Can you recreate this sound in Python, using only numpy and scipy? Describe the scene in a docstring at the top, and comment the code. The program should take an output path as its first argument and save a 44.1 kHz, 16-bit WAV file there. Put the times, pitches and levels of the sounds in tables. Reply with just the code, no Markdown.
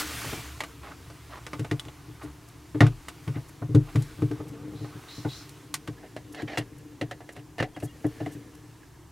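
"""A thin hollow wooden panel booms as hands push test probes against it: damped sines with a soft rise.
Probe tips tick and scrape on a metal wall plate, later on a connector: noise bursts and grains ring metal modes.
A finger slides over ribbed plastic with a gliding, fuzzy whistle; faint squeaks, pings and puffs of treble.
Skin and leads rustle as shaped noise; a quiet cabin hums as steady noise with a low swaying band,
and a short echo of sparse taps follows the close sounds."""
import sys
import numpy as np
from scipy import signal
from scipy.io import wavfile
from scipy.ndimage import uniform_filter1d

SR = 44100
rng = np.random.default_rng(int(sys.argv[2]) if len(sys.argv) > 2 else 0)


def invert_db(level):
    """Linear amplitude ratio for a level in decibels (20 dB per decade), elementwise."""
    return 10 ** (np.asarray(level, dtype=float) / 20)


def to_wav(sig):
    """Store sig (one row per channel, or 1-D mono) as 16-bit WAV at the path in sys.argv[1].

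    Samples outside -1..1 are clipped; the rate is SR.
    """
    pcm = np.clip(np.atleast_2d(sig), -1, 1) * 32767
    pcm = np.round(pcm).astype(np.int16)
    wavfile.write(sys.argv[1], SR, pcm.T)  # frames by channels


N = 402015

# wooden panel modes: pitch_hz, level_db, undamped_t60_s, left_over_right_db
PANEL_LOW = [(38.8, -28, 1, 3), (68, -18, 0.042, -4), (118.2, 8, 0.2, 1), (143.7, 4, 0.23, 2)]
PANEL_HIGH = [(201.7, -19, 0.15, 2), (299.9, 9, 0.19, 2.9), (395.4, -1.5, 0.15, 1.5),
              (445.2, 0.5, 0.14, 2.8)]
# metal wall plate modes: pitch_hz, level_db, free_t60_s
PLATE = [(713.6, -8, 0.37), (881, -4, 0.16), (1091, -10.5, 0.33), (1207, 8.5, 0.031), (1482, 3.5, 0.052),
         (1765, -8, 0.065), (1960, 6.5, 0.015), (2240, -11, 0.083), (2710, 1, 0.012), (3500, -11, 0.015)]
# crimped connector modes: pitch_hz, level_db, free_t60_s
CONNECTOR = [(739, -9, 0.071), (695, 0.5, 0.0064), (1740, -14.5, 0.19), (1950, -2.5, 0.019),
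             (2750, -9, 0.025), (3300, -15, 0.0075), (4050, -17.5, 0.024)]
REACH_S = 5.95  # from here the tips touch the connector instead of the plate
# how busily the hands move, as the rustle level: time_s, level_db
BUSY = [(0, -26.5), (.04, -38.5), (.3, -37.5), (.5, -48), (.75, -56), (1.5, -56), (2.6, -59.5), (3.3, -56),
        (3.7, -61), (4.0, -52.5), (4.6, -60.5), (5.15, -53.5), (5.42, -53.5), (5.7, -60), (7.7, -64),
        (8.2, -56), (8.4, -60), (9.12, -65.5)]


def evened(x):
    """Scales to unit rms."""
    return x / np.sqrt(np.mean(x ** 2) + 1e-20)


def sides(left_over_right_db):
    """Left and right gains, as a column."""
    return invert_db([[left_over_right_db / 2], [-left_over_right_db / 2]])


def along(rows, column=1):
    """Interpolates a table column over the whole scene."""
    return np.interp(np.arange(N) / SR, [r[0] for r in rows], [r[column] for r in rows])


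def add(mix, start_s, sound):
    """Adds a sound in place, cut at the end of the mix."""
    part = mix[:, round(start_s * SR):][:, :sound.shape[1]]
    part += sound[:, :part.shape[1]]


def band(x, lo_hz, hi_hz):
    """Butterworth band-pass."""
    return signal.sosfilt(signal.butter(2, [lo_hz, hi_hz], "band", fs=SR, output="sos"), x)


def ring(modes, count, stretch=1):
    """Each mode as a dying sine, one row a mode; stretch multiplies t60."""
    hz, db, t60_s = np.transpose(modes)[:3, :, None]
    t = np.arange(count) / SR
    return invert_db(db - 60 * t / (t60_s * stretch)) * np.sin(2 * np.pi * hz * t)


def panned(modes, rows):
    """Mixes rung panel modes to two channels, each at its own balance."""
    return np.hstack([sides(m[3]) for m in modes]) @ rows


def grit(per_s, spread_db):
    """Sparse clicks of random sign, a few of them large."""
    size = invert_db(spread_db * np.minimum(rng.exponential(1, N), 4)) * rng.standard_normal(N)
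    return size * (rng.random(N) < per_s / SR)


def wander(rows, count, db, smooth_s):
    """Slow random gains, one row each, with an rms of db around 0 dB."""
    width = round(smooth_s * SR / 16)
    noise = rng.standard_normal((rows, count // 16 + 1))
    drift = evened(uniform_filter1d(uniform_filter1d(noise, width), width))
    return np.repeat(invert_db(db * drift), 16, axis=1)[:, :count]


def air(spectrum, patchy_db, apart=1):
    """Two-channel noise of a given spectrum with drifting patches; apart scales the channel difference."""
    # likeness of left and right: pitch_hz, correlation
    likeness = [(60, 0.99), (380, 0.76), (2380, 1), (15000, 0.44)]
    hz = np.fft.rfftfreq(1024, 1 / SR)

    def read(points):
        point_hz, value = np.transpose(points)
        return np.interp(np.log(hz + 1), np.log(point_hz + 1), value)[:, None]

    a, b, c, d, patches = rng.standard_normal((N // 256 + 5, 513, 5)).T
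    patches = evened(uniform_filter1d(uniform_filter1d(patches, size=12, axis=0), size=10, axis=1))
    same = np.clip(1 - apart * (1 - read(likeness)), -1, 1)
    shared = np.sqrt((1 + same) / 2) * (a + 1j * b)
    own = np.sqrt((1 - same) / 2) * (c + 1j * d)
    z = np.array([shared + own, shared - own]) * invert_db(read(spectrum) + patchy_db * patches)
    return evened(signal.istft(z, nperseg=1024, noverlap=768)[1][:, :N])


def cabin_hum():
    """Steady shaped noise of the quiet cabin."""
    # relative density: pitch_hz, density_db_per_hz
    cabin_spectrum = [(20, -22), (40, -6), (65, 4), (120, -6), (200, -32), (310, 6), (500, -20), (1000, -9),
                      (2500, -35), (6000, -23), (12000, -29), (16000, -37)]
    return invert_db(-55.5) * air(cabin_spectrum, patchy_db=.6)


def sway():
    """A low hum that swells and fades: narrow noise under a slow level curve."""
    # time_s, level_db
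    sway_levels = [(0, -44.5), (1.1, -54), (2.5, -55), (4, -60), (6.2, -61), (9.12, -61.5)]
    noise = rng.standard_normal(N)
    return invert_db(along(sway_levels)) * evened(band(band(noise, 59.3, 76.4), 59.3, 76.4))


def rustle():
    """Skin and leads rub: shaped noise that follows how busily the hands move."""
    # relative density: pitch_hz, density_db_per_hz
    cloth_spectrum = [(290, -13), (500, -21), (1250, -4), (2200, -4), (3860, -7), (11300, -13.5),
                      (16000, -18)]
    return invert_db(along(BUSY)) * air(cloth_spectrum, patchy_db=1.2, apart=.17)


def cabin_echo(x):
    """Sparse taps of random sign dying quickly in the small padded cabin, different in each channel."""
    slots = np.arange(120, 9000, 22)
    at = slots + rng.integers(0, 22, (2, len(slots)))
    taps = np.zeros((2, 9100))
    np.put_along_axis(taps, at, rng.choice([-1., 1.], at.shape) * invert_db(-60 * at / SR / 0.047), 1)
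    taps = band(taps, 220, .45 * SR)
    return signal.oaconvolve(x, taps / np.linalg.norm(taps[0]), axes=1)[:, :N]


def puffs():
    """A lead flicks past: short soft-edged bursts of high noise."""
    # start_s, length_s, level_db, lowest_hz
    puff_rows = [(2.219, 0.039, -57, 5000), (2.482, 0.014, -56, 5000), (3.48, 0.023, -55, 5000),
                 (4.477, 0.023, -55.5, 4000), (6.321, 0.018, -53, 4950), (6.779, 0.014, -58.5, 7000),
                 (7.32, 0.021, -56.5, 5000), (7.822, 0.049, -49.5, 6000), (8.063, 0.01, -51.5, 7000),
                 (8.311, 0.041, -55.5, 4930), (8.55, 0.0076, -54, 3000)]
    out = np.zeros((2, N))
    for s, seconds, db, lo_hz in puff_rows:
        noise = rng.standard_normal(round(seconds * SR))
        shape = signal.windows.tukey(len(noise), .6)
        add(out, s, invert_db(db) * evened(band(noise, lo_hz, 12400)) * shape * sides(0))
    return out


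def squeaks():
    """Faint metallic squeaks: short soft-edged sines."""
    # start_s, length_s, peak_db, pitch_hz
    squeak_rows = [(0.268, 0.17, -46, 2350), (7.746, 0.016, -51, 3250), (7.876, 0.017, -56, 3300),
                   (7.883, 0.04, -57, 2840)]
    out = np.zeros((2, N))
    for s, seconds, db, hz in squeak_rows:
        t = np.arange(0, seconds, 1 / SR)
        shape = signal.windows.tukey(len(t), .6)
        add(out, s, invert_db(db) * np.sin(2 * np.pi * hz * t) * shape * sides(0))
    return out


def pings():
    """A bare probe tip flicked free rings briefly in its own modes."""
    # start_s, level_db
    ping_rows = [(1.796, -29), (1.884, -44.5)]
    # pitch_hz, level_db, t60_s
    tip_modes = [(3080, -2, .025), (3430, 0, .03), (3850, -3, .025)]
    out = np.zeros((2, N))
    for s, db in ping_rows:
        add(out, s, invert_db(db) * ring(tip_modes, count=4000).sum(0) * sides(-1))
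    return out


def slides():
    """A finger on ribbed plastic: a noisy resonance glides up; a second one and a hiss swell and fade over it."""
    # start_s, length_s, level_db
    slide_rows = [(4.727, 0.25, -58.5), (5.057, 0.25, -48.5), (5.262, 0.24, -46.5)]
    # bandwidth_hz of the lower and the upper resonance
    widths_hz = 340, 800
    from_hz, to_hz, glide_s, upper_ratio = 3500, 4120, 0.041, 1.3
    rise_s, fade_db = 0.035, -23.5
    out = np.zeros((2, N))
    for s, seconds, db in slide_rows:
        t = np.arange(0, seconds, 1 / SR)
        hz = to_hz + (from_hz - to_hz) * np.exp(-t / glide_s)
        noise = rng.standard_normal((6, len(t)))
        wobble = np.array([signal.lfilter([1], [1, -np.exp(-np.pi * width / SR)], noise[k] + 1j * noise[k + 2])
                           for k, width in enumerate(widths_hz)])
        phase = 2 * np.pi * np.cumsum(hz * [[1], [upper_ratio]], axis=1) / SR
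        low, high = evened((wobble * np.exp(1j * phase)).real)
        swell = np.sin(np.pi * (t / seconds) ** 1.25) ** 2
        hiss = swell * (1.2 * high + 0.8 * evened(band(noise[4:], 4600, 7000)))
        shape = np.minimum(t / rise_s, 1) * invert_db(db + fade_db * (t / seconds) ** 2)
        add(out, s, shape * (low + hiss) * signal.windows.tukey(len(t), .3))
    return out


def drag():
    """Dense slips of the tips ring the metal: a faint creep that follows the rustle, and distinct strokes."""
    # strokes of a tip: start_s, length_s, level_db, swell_db from start to end
    stroke_rows = [(0.827, 0.12, -48, 0), (1.289, 0.11, -47, 12), (2.212, 0.097, -55, -21),
                   (2.815, 0.07, -36.5, -20), (3.34, 0.05, -49.5, -3), (3.859, 0.061, -50.5, 1),
                   (4.324, 0.81, -62, -3), (5.978, 0.11, -65, -5), (6.337, 0.093, -41.5, 16),
                   (6.472, 0.098, -39.5, 10), (6.551, 0.087, -50, 9), (7.35, 0.067, -54.5, -7),
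                   (7.582, 0.034, -29.5, 21), (8.145, 0.23, -66, 15)]
    quiet_db, creep_db, creep_share = -59, -63, 0.76  # creep_db at a rustle of quiet_db; dB per dB of rustle
    judder_db, judder_s = 1.5, .004  # a dragged tip stutters
    wander_db, wander_s = 3.5, .02  # favours now one mode, now another
    bend_share, bend_s = .04, .03  # and its changing pressure bends their pitch
    rub_damping = .4  # a resting tip shortens the ring of the metal to this share

    t = np.arange(N) / SR
    level = invert_db(creep_db + creep_share * (along(BUSY) - quiet_db))
    catches = signal.lfilter([1], [1, -np.exp(-1 / (0.0043 * SR))], abs(grit(12.0, 1.8)))
    level *= 1 + .5 * catches
    for start, seconds, db, swell_db in stroke_rows:
        gate = np.clip(np.minimum((t - start) / 0.0096, (start + seconds - t) / 0.028), 0, 1)
        level += gate * invert_db(db + swell_db * np.clip((t - start) / seconds - .5, -.5, .5))
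    level *= wander(1, N, judder_db, judder_s)[0]

    slips = band(band(grit(14000, 1.2), 230, 4700), 125, 6700)
    before, after = np.split(slips, [round(REACH_S * SR)])
    rung = []
    for part, modes in ((before, PLATE), (after, CONNECTOR)):
        responses = ring(modes, count=2000, stretch=rub_damping)
        rows = signal.oaconvolve(part[None], responses, axes=1)[:, :len(part)]
        rung.append(evened((rows * wander(len(modes), len(part), wander_db, wander_s)).sum(0)))
    # reading the ring at a varying speed bends its pitch
    read_at = np.cumsum(wander(1, N, 20 * np.log10(1 + bend_share), bend_s))
    bent = np.interp(read_at * (N - 1) / read_at[-1], np.arange(N), np.hstack(rung))
    return level * (bent + 0.27 * evened(slips)) * sides(-1.2)


def ticks():
    """Probe tips strike metal and plastic: three noise bands, the treble dying first, plus rung metal modes."""
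    # start_s, level_db, hardness (0 a plain knock, 1 a bare tip on metal)
    tick_rows = [(0.243, -43, -0.42), (0.3281, -34.5, 0.066), (0.605, -25.5, 0.56), (0.636, -32.5, 0.54),
                 (1.1006, -44, 0.31), (1.4655, -34.5, 0.56), (1.532, -30.5, 0.26), (1.594, -38, 0.68),
                 (1.646, -35.5, 0.21), (1.7122, -27, 0.43), (1.796, -43.5, 1.1), (1.851, -46.5, 0.51),
                 (1.883, -43.5, 0.22), (2.746, -40, -0.33), (2.8055, -12.5, 0.23), (2.8658, -30, 0.44),
                 (3.084, -34, 0.85), (3.277, -36.5, 0.31), (3.372, -53.5, -0.59), (3.619, -46.5, -0.89),
                 (3.7482, -33.5, 0.66), (3.957, -31.5, 0.54), (4.022, -60, 1.55), (4.2198, -37, 0.16),
                 (4.3128, -39, 0.32), (4.401, -50.5, -0.96), (4.844, -43, -0.15), (5.2472, -41.5, -0.75),
                 (5.4928, -62, 1.48), (5.7408, -29, 1.3), (5.875, -34.5, 0.41), (6.034, -51.5, -0.44),
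                 (6.1638, -36, 0.2), (6.346, -41.5, 0.53), (6.4193, -36.5, 0.31), (6.573, -22, 0.27),
                 (6.5806, -28.5, 0.85), (7.012, -26.5, 0.18), (7.111, -31.5, 0.28), (7.2053, -43.5, -0.12),
                 (7.2903, -41.5, 0.28), (7.3642, -40.5, 0.22), (7.582, -33, 0.29), (7.6012, -26.5, 0.17),
                 (7.625, -23.5, 0.12), (7.7632, -38, -0.024), (7.801, -49.5, 0.78), (7.8232, -38.5, -0.29),
                 (8.043, -38, -0.51), (8.2022, -40, -0.46), (8.2606, -35.5, 0.13)]
    usual_db, bright_loss_per_db = -44, 0.2962  # blows above usual_db gain less treble than body
    spot_db, spot_detune = 3, .02  # every contact lands elsewhere, weighting and shifting the modes anew
    out, t = np.zeros((2, N)), np.arange(4000) / SR
    snap = 1 + 1.05 * np.exp(-t / 0.0017)  # the first contact stands out of the burst

    def fade(t60_s, rise_s):
        return invert_db(-60 * t / t60_s) * (1 - np.exp(-t / rise_s))

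    for s, db, hardness in tick_rows:
        # harder contacts sit higher, lose their dull part, gain treble and build up faster
        hz = 1847 * 2 ** hardness
        dull_db = 2 - 13 * hardness
        bright_db = -18.5 + 19 * hardness - bright_loss_per_db * (db - usual_db)
        rise_s = 0.001 / 2 ** (1.83 * hardness)
        noise = rng.standard_normal((3, 4000))

        modes = np.array(PLATE if s < REACH_S else CONNECTOR, float)
        shift, weight = rng.standard_normal((2, len(modes)))
        modes[:, 0] *= 1 + spot_detune * shift
        modes[:, 1] += spot_db * weight
        metal = signal.fftconvolve(noise[0], ring(modes, count=2000).sum(0))[:4000]
        body = noise[1] + 0.65 * evened(metal)

        dull = invert_db(dull_db) * evened(band(body, 237, 784)) * fade(0.1, rise_s)
        middle = evened(band(body, hz / 4.77, hz * 1.25)) * fade(0.079, rise_s) * snap
        bright = invert_db(bright_db) * evened(band(noise[2], 3500, 10500)) * fade(0.064, 1.7 * rise_s) * snap
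        # clear ring of the struck metal, damped to a share of its free t60
        knock = ring(modes, count=4000, stretch=.6).sum(0)
        struck = invert_db(7) * knock / abs(knock).max() * (1 - np.exp(-t / rise_s))
        add(out, s, invert_db(db) * sides(-0.67) * (dull + middle + bright + struck))
    return out


def panel_tremble():
    """A resting hand shakes the panel all the time: small clicks ring its modes."""
    # time_s, lower_modes_db, upper_modes_db
    lean_levels = [(0, -49.5, -42.5), (.5, -52, -54.5), (2.6, -53, -60.5), (4.1, -49.5, -51),
                   (4.7, -42, -41.5), (5, -52, -56), (6, -51, -52), (6.7, -51, -49), (7.5, -53, -57.5),
                   (8.4, -53, -46.5), (9.12, -54.5, -78)]
    out = np.zeros((2, N))
    for column, modes in enumerate((PANEL_LOW, PANEL_HIGH), 1):
        shake = band(grit(500, 1.5), 70, 900)
        response = panned(modes, ring(modes, count=9000))
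        tremble = signal.oaconvolve(shake[None], response, axes=1)[:, :N]
        out += invert_db(along(lean_levels, column)) * evened(tremble)
    return out


def panel_pushes():
    """Each push rings the panel modes after a soft rise; the flesh of the hand adds a broad dull puff."""
    # start_s, level_db, upper_over_lower_db, t60_factor (damping by the hand)
    push_rows = [(0.26, -26.5, -34, 0.41), (0.289, -32, -6.5, 0.27), (0.325, -23, -15, 0.31),
                 (0.37, -32.5, -14, 0.54), (0.607, -44.5, 12, 0.74), (1.532, -37.5, 2, 0.73),
                 (1.591, -21, -8, 0.66), (1.711, -19, -6.5, 0.65), (1.854, -36, -3, 0.66),
                 (2.08, -35, -5, 0.62), (2.23, -36, 4, 0.71), (2.743, -28.5, 0.5, 1.0),
                 (2.805, -7.5, -9.5, 0.75), (2.832, -13.5, -15.5, 0.65), (2.865, -31, -20, 1),
                 (3.272, -21, -14, 0.77), (3.354, -25, -10.5, 0.73), (3.616, -26.5, -10, 0.89),
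                 (3.689, -26, -9.5, 0.93), (3.744, -7.5, -8, 0.79), (3.95, -13, -17, 0.85),
                 (3.984, -22.5, -16, 0.41), (4.185, -28.5, -19, 0.62), (4.217, -17, -4.5, 0.78),
                 (4.304, -29, 0.5, 0.92), (4.391, -34.5, 5.5, 0.75), (4.806, -34, -2, 1.0),
                 (4.947, -32, -7, 0.58), (5.179, -29, -14, 0.55), (5.249, -21.5, -3.5, 0.58),
                 (5.88, -25.5, -5.5, 0.55), (6.162, -36, -1, 0.55), (6.425, -25.5, -3.5, 0.48),
                 (6.578, -23, -2, 0.55), (6.91, -45, 13, 0.79), (7.016, -23.5, -4, 0.59),
                 (7.363, -39.5, 2, 0.97), (7.599, -17, -13.5, 0.48), (7.622, -34, 1, 0.53),
                 (7.762, -35, 0, 0.5), (7.826, -25, -7, 0.63), (8.043, -20, -0.5, 0.58),
                 (8.205, -29, -3.5, 0.77), (8.26, -32.5, 6, 0.51), (8.349, -32.5, -4, 0.56)]
    light_push_db, rise_doubles_per_db = -30, 0.18  # lighter pushes wake the upper modes more slowly
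    out, t = np.zeros((2, N)), np.arange(9000) / SR
    for s, db, upper_db, damping in push_rows:
        # each push lands elsewhere and weights the modes anew
        spot_high = invert_db(1.2 * rng.standard_normal((len(PANEL_HIGH), 1)))
        spot_low = invert_db(0.8 * rng.standard_normal((len(PANEL_LOW), 1)))
        high_rise_s = 0.0087 * 2 ** (rise_doubles_per_db * max(light_push_db - db, 0))
        low = spot_low * ring(PANEL_LOW, count=9000, stretch=damping) * (1 - np.exp(-(t / 0.014) ** 2))
        high = spot_high * ring(PANEL_HIGH, count=9000, stretch=damping) * (1 - np.exp(-(t / high_rise_s) ** 2))
        puff = evened(band(rng.standard_normal(9000), 160, 392))
        puff = puff * invert_db(-12.5 - 60 * t / 0.16) * (1 - np.exp(-t / 0.0024))
        boom = panned(PANEL_LOW, low) + invert_db(upper_db) * panned(PANEL_HIGH, high)
        add(out, s, invert_db(db) * (puff * sides(2.2) + boom))
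    return out


def scene():
    """Sums the background, the close sounds with their echo, and the panel."""
    background = cabin_hum() + sway() + rustle()
    near = puffs() + squeaks() + pings() + slides() + drag() + ticks()
    panel = panel_tremble() + panel_pushes()
    return background + near + invert_db(-17.0) * cabin_echo(near) + panel


def band_limit(x):
    """A steep low-pass at the top of the band."""
    return signal.sosfilt(signal.butter(12, 16980, fs=SR, output="sos"), x)


def record(dry):
    """Limits the band with a steep linear-phase low-pass."""
    edge_hz = 15950
    lowpass = signal.firwin(511, edge_hz, window=("kaiser", 9), fs=SR)
    limited = signal.oaconvolve(dry, lowpass[None], "same")
    return band_limit(limited)


dry = scene()
out = record(dry)
to_wav(out)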